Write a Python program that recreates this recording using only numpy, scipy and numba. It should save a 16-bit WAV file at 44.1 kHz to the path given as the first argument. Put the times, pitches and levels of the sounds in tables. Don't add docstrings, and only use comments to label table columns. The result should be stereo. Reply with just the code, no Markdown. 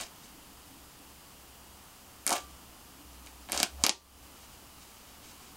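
import sys
import numpy as np
from scipy import signal
from scipy.fft import rfft, irfft
from scipy.io import wavfile
from scipy.ndimage import uniform_filter1d
from numba import njit

SR = 44100
rng = np.random.default_rng(int(sys.argv[2]) if len(sys.argv) > 2 else 0)


def field_ratio(decibels):
    return 10 ** (np.asarray(decibels, dtype=float) / 20)


def int16_out(signal):
    q = np.round(np.clip(np.atleast_2d(signal).T, -1, 1) * 32767)
    wavfile.write(sys.argv[1], SR, q.astype(np.int16))


N = 245220


def colour(x, shape):
    hz, db = np.transpose(shape)
    f = np.maximum(np.fft.rfftfreq(x.shape[-1], 1 / SR), 1)
    gain = field_ratio(np.interp(np.log(f), np.log(hz), db))
    return irfft(rfft(x) * gain / np.sqrt(np.mean(gain ** 2)), x.shape[-1])


def high_pass(x, hz):
    return signal.sosfilt(signal.butter(2, hz, "high", fs=SR, output="sos"), x)


def decay(t, t60_s):
    return np.exp(-np.log(1000) * t / t60_s)


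def walk(rate):
    k = int(SR / rate)
    steps = np.repeat(rng.standard_normal(N // k + 1), k)
    return 1.31 * uniform_filter1d(uniform_filter1d(steps, k), k)[:N]


def pair(alike):
    mid, side = rng.standard_normal((2, N))
    alike = np.clip(alike, 0, 1)
    opposite = side * np.array([[1], [-1]])
    return np.sqrt((1 + alike) / 2) * mid + np.sqrt((1 - alike) / 2) * opposite


def grains(per_s, spread_db, alike):
    happens = rng.random(N) < per_s / SR
    size = happens * field_ratio(spread_db * np.minimum(rng.exponential(size=N), 4))
    clicks = size * pair(alike)
    return clicks / np.sqrt(np.mean(clicks ** 2))


def swells(rows, rise_db_s, fall_db_s, index=2):
    t, power = np.arange(N) / SR, 0
    for row in rows:
        early = np.maximum(row[0] - t, 0)
        late = np.maximum(t - row[0] - abs(row[1]), 0)
        power = power + field_ratio(row[index] - rise_db_s * early - fall_db_s * late) ** 2
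    return np.sqrt(power)


PORT_RING_DB = [-2, -15]


def ports(x):
    ring = signal.lfilter(*signal.iirpeak(10200, 3.9, fs=SR), x)
    return high_pass(x + field_ratio(np.c_[PORT_RING_DB]) * ring, 160)


# frequency in Hz, level in dB per Hz.
FRAY_SPECTRUM = [(350, -46), (600, -28), (2150, 2), (3390, -13.5), (4520, -13.5), (9240, 0.5), (9890, -6.5),
                 (12500, -3), (16000, -34)]


def crack(t, hz, fray_ms):
    port_lag_s = 1 / 40000
    fray_top = 2.75
    late = t - np.array([[0], [port_lag_s]])
    pitch = hz * np.array([[1.0], [.92]])
    pulse = -np.cos(2 * np.pi * pitch * late) * np.exp(-(late * pitch / .5) ** 2)
    noise = colour(rng.standard_normal((3, len(t))), FRAY_SPECTRUM)
    noise = signal.lfilter(*signal.butter(2, min(fray_top * hz, .45 * SR), fs=SR), noise)
    fray = np.exp(-np.where(t > 0, t, -3 * t) * 1000 / max(fray_ms, .05))
    return pulse + 0.5 * min(fray_ms, 1) * fray * (noise[0] + 0.84 * noise[1:])


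PANEL_MODES = np.array([343, 567, 790, 1020, 1546])


def jerk(t, jerk_db):
    delay_s, pitch_chance, strength = 0.00107 * rng.random(), rng.random(5), 0.32 + rng.random(5)
    after = np.maximum(t - delay_s, 0)
    modes = PANEL_MODES * 1.43 ** (pitch_chance - .5)
    strength = strength * [0.95, -1.11, 1, 0.97, -0.8]
    ring = sum(g * np.sin(2 * np.pi * hz * after) for hz, g in zip(modes, strength))
    thump_hz = 250 * 1.63 ** (pitch_chance[0] - .5)
    thump = field_ratio(-38.5) * np.sin(2 * np.pi * thump_hz * after) * decay(after, 0.052)
    return field_ratio(jerk_db - 5.5) * ring * decay(after, 0.015) + thump


# time in seconds, peak level in dB, crack pitch in Hz, # cloth jerk in dB
# relative to the crack, fraying time in ms.
STITCHES = [(2.2661, -8, 8100, -19, 0.46), (2.2768, -6.5, 7440, -34, 0.21),
            (2.279, -13.5, 6740, -13.5, .15), (2.2933, -17, 6300, -8, 0.87),
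            (2.3058, -7.5, 7300, -13.5, 0.13), (2.318, -17.5, 5100, -1, .62),
            (2.327, -16.5, 7200, -13, 0.51), (2.3284, -7, 6250, -13.5, 0.45),
            (3.5204, -10, 7900, -19.5, 0.44), (3.5296, -13, 5800, -14, .15),
            (3.5482, -19.5, 6500, -5.5, .49), (3.5765, -6.5, 6200, -18, 0.28), (3.6018, -7, 5900, -15, 0.3),
            (3.6308, 3, 6130, -22.5, 0.36), (3.8385, 8, 6430, -20.5, 0.14), (3.8503, -6, 4380, -15.5, 0.41),
            (3.8655, 6, 5040, -19.5, 0.32), (3.8944, 9, 5360, -21.5, 0.16)]
# time in seconds, peak level in dB,
# # crack pitch in Hz, cloth jerk in dB relative to the crack.
FAINT_SNAPS = [(0.0021, -26.5, 2900, -5.5), (0.0117, -22, 7100, -16), (0.0203, -31, 3780, -10),
               (2.2998, -32, 3000, 5), (2.3358, -19.5, 5700, -3), (2.3643, -23, 3150, -6.5),
               (2.3675, -26, 5700, -22), (3.263, -33.5, 6000, -10), (3.2714, -36, 3600, -25),
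               (3.4886, -31, 2700, -3), (3.4971, -30, 4600, -2.5), (3.544, -27, 3600, -1.5),
               (3.5646, -21.5, 5800, -8), (3.5974, -24, 4900, -14), (3.6204, -28, 3400, -22),
               (3.8755, -23, 3100, -9), (3.8818, -33, 5200, -8), (3.891, -30, 6500, 6),
               (3.9064, -32, 4000, -19), (3.924, -30, 4300, -18)]


def snaps():
    faint_fray_ms, seam_pan_db = .6, 1.5
    t = np.arange(2048) / SR - .002
    out = np.zeros((2, N + len(t)))
    breaks = list(STITCHES) + [(*row, faint_fray_ms) for row in FAINT_SNAPS]
    for s, db, hz, jerk_db, fray_ms in breaks:
        side = field_ratio(db + np.array([[seam_pan_db], [-seam_pan_db]]) / 2)
        snap = side * (crack(t, hz, fray_ms) + jerk(t, jerk_db))
        at = int(round((s + t[0]) * SR))
        out[:, max(at, 0):at + len(t)] += snap[:, max(-at, 0):]
    return ports(out[:, :N])


# time of full strain in seconds, hold in seconds, fibre crackle in dB,
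# cloth flap in dB, first break in seconds.
PULLS = [
    (0, 0.013, -37.5, -47.5, -.01),
    (2.322, .048, -38.5, -40, 2.268),
    (3.557, 0.08, -39, -50.5, 3.5),
    (3.848, 0.047, -51, -42, 3.5),
]


def strain(index):
    t, total = np.arange(N) / SR, 0
    for row in PULLS:
        opened = np.clip((t - row[4]) / 0.0032, 0, 1)
        total = total + swells([row], 228, 418, index=index) * opened
    return total


# frequency in Hz, level in dB per Hz.
FIBRE_SPECTRUM = [(600, -21), (1500, -7), (3000, -3), (6500, -3), (8500, -6), (11000, -17), (16000, -22)]


def fibres():
    return colour(grains(6000, 2.2, 0.28), FIBRE_SPECTRUM) * strain(index=2) * field_ratio(2.7 * walk(120))


# frequency in Hz, level in dB per Hz.
FLAP_SPECTRUM = [(120, -20), (260, -11.5), (700, 3), (1100, -3.5), (2400, -20.5)]


def flap():
    return colour(grains(600, 3.7, 0.82), FLAP_SPECTRUM) * strain(index=3) * field_ratio(2.2 * walk(60))


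# left delay in ms, left level in dB, right delay in ms, right level in dB.
ECHOES = [(1.3, -8, 1.3, -5), (3.55, -10, 3.55, -10), (5.6, -16, 7.7, -15)]
# centre in Hz, decay time T60 in seconds, level in dB.
WALLS = [(253, 0.26, -24), (486, 0.2, -17), (1010, 0.19, -20), (2220, 0.16, -16), (4000, 0.22, -25.5),
         (6960, 0.18, -22), (11400, 0.2, -29.5), (16000, .06, -36)]
# frequency in Hz, decay time T60 in seconds, level in dB.
SHELF_RING = [(1174, .44, -58)]


def room(x):
    t = np.arange(SR // 2) / SR
    echo, tail = np.zeros((2, len(t))), 0
    for left_ms, left_db, right_ms, right_db in ECHOES:
        echo[0, int(left_ms * SR / 1000)] = field_ratio(left_db)
        echo[1, int(right_ms * SR / 1000)] = field_ratio(right_db)
    echo = signal.lfilter(*signal.butter(1, 7000, fs=SR), echo)
    dense = np.clip(0.13 + t / .06, 0, 1)
    hits = pair(0.47)[:, :len(t)] * (rng.random(len(t)) < dense) / np.sqrt(dense)
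    log_hz = np.log(np.fft.rfftfreq(len(t), 1 / SR) + 1)
    centres = np.log(np.array(WALLS)[:, 0])
    for share, (hz, t60, db) in zip(np.eye(len(WALLS)), WALLS):
        band = irfft(rfft(hits) * np.interp(log_hz, centres, share), len(t))
        tail = tail + field_ratio(db) * band * decay(t, t60)
    tail = tail * np.clip(t / 0.0017, 0, 1) * field_ratio(-12.5)
    tail = tail * (1 + 1.58 * np.exp(-t / 0.01))
    ring = sum(field_ratio(db) * np.sin(2 * np.pi * hz * t) * decay(t, t60) for hz, t60, db in SHELF_RING)
    return signal.fftconvolve(x.mean(0, keepdims=True), echo + tail + ring, axes=1)[:, :N]


SWELL_RISE_DB_S, SWELL_FALL_DB_S = 300, 220
# time in seconds, hold in seconds, level in dB.
HUM_SWELLS = [(0, .005, -58), (.56, .04, -60), (.79, .03, -60), (1.08, .02, -62.5), (1.4, 0.36, -62),
              (2.14, .06, -64), (2.44, 0.11, -55), (2.68, 0.23, -67), (3.06, 0.38, -56), (3.56, .04, -50.5),
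              (3.745, 0.083, -45.5), (3.93, 0.32, -58.5), (4.36, .2, -70), (4.69, .02, -63),
              (4.8, .02, -62), (5.0, .14, -64.5), (5.4, .16, -69)]


def hum():
    turn = 2 * np.pi * np.cumsum(66.6 * (1 + 0.0252 * walk(4.495))) / SR
    tone = np.sqrt(2) * np.sin(turn + np.array([[0], [.7]]))
    return tone * (field_ratio(-75.5) + swells(HUM_SWELLS, SWELL_RISE_DB_S, SWELL_FALL_DB_S))


# time in seconds, hold in seconds, level in dB.
DUCT_SWELLS = [(.33, .17, -54), (.68, 0.13, -51), (.96, 0.13, -55), (2.42, 0.074, -57), (2.7, .04, -68),
               (2.87, .02, -55), (2.97, .05, -50), (3.1, .4, -57), (3.57, 0.14, -55), (4.2, .1, -56),
               (5.18, .38, -63)]


def duct():
    centre_hz, half_width_hz = 291.2, 22
    edges = [centre_hz - half_width_hz, centre_hz + half_width_hz]
    drone = signal.sosfilt(signal.butter(2, edges, "band", fs=SR, output="sos"), pair(0.25))
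    level = field_ratio(-68.5) + swells(DUCT_SWELLS, SWELL_RISE_DB_S, SWELL_FALL_DB_S)
    return drone / drone.std() * level * field_ratio(-8)


# frequency in Hz, level in dB per Hz.
AIR_SPECTRUM = [(20, -12), (60, -2), (130, -8.5), (204, -6), (290, -8.5), (380, -14.5), (620, -15),
                (725, -10), (1270, -11.5), (1650, -21), (2300, -21.5), (2950, -13), (3900, -25.5),
                (4930, -18), (5700, -32), (9000, -32)]


def air():
    level_db = -56.5 + 0.5 * walk(2.74) + np.array([[2.5], [-2.5]])
    return colour(pair(0.51), AIR_SPECTRUM) * field_ratio(level_db)


# frequency in Hz, level in dB per Hz.
HISS_SPECTRUM = [(20, 10), (200, 6.5), (1000, 3), (3000, -1), (7000, 1.5), (15000, -1)]


def hiss():
    return colour(pair(0), HISS_SPECTRUM) * field_ratio(-52)


# time in seconds, hold in seconds, level in dB.
RUSTLES = [(.17, .05, -60.5), (.245, 0.014, -52), (2.4, .02, -54), (2.5, 0.046, -59), (3.1, .07, -63),
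           (3.262, .012, -53.5), (3.435, .01, -57), (4.365, .04, -62), (4.424, .015, -52.5),
           (4.52, .015, -59), (4.815, .012, -53), (4.87, .28, -60), (5.26, 0.056, -51.5), (5.38, .05, -55),
           (5.46, .05, -59)]


def rustle():
    level = swells(RUSTLES, 350, 350) * field_ratio(1.9 * walk(60) - 6)
    return colour(pair(0.96), FIBRE_SPECTRUM) * level


def scene():
    cracks = snaps()
    cloth = high_pass(fibres() + flap() + rustle(), 150)
    background = (hum() + duct()) * field_ratio(np.array([[.8], [-.8]])) + air() + hiss()
    faint = cloth + room(cracks + cloth) + background
    below_top = np.fft.rfftfreq(N, 1 / SR) < 15800
    return cracks + irfft(rfft(faint) * below_top, N)


@njit
def follow(x, attack, release):
    out, e = np.empty(len(x)), 0.
    for i in range(len(x)):
        e += (x[i] - e) * (attack if x[i] > e else release)
        out[i] = e
    return out


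def top_cut(x):
    return signal.sosfilt(signal.butter(12, 17080, fs=SR, output="sos"), x)


def record(dry):
    limit_db, attack_s, release_s = -22, 0.0056, .24
    loud = follow(np.abs(dry).max(0), 1 / (attack_s * SR), 1 / (release_s * SR))
    gain = np.minimum(field_ratio(limit_db) / (loud + 1e-9), 1)
    mix = np.clip(dry * gain, -1, 1)
    return top_cut(mix)


dry = scene()
out = record(dry)
int16_out(out)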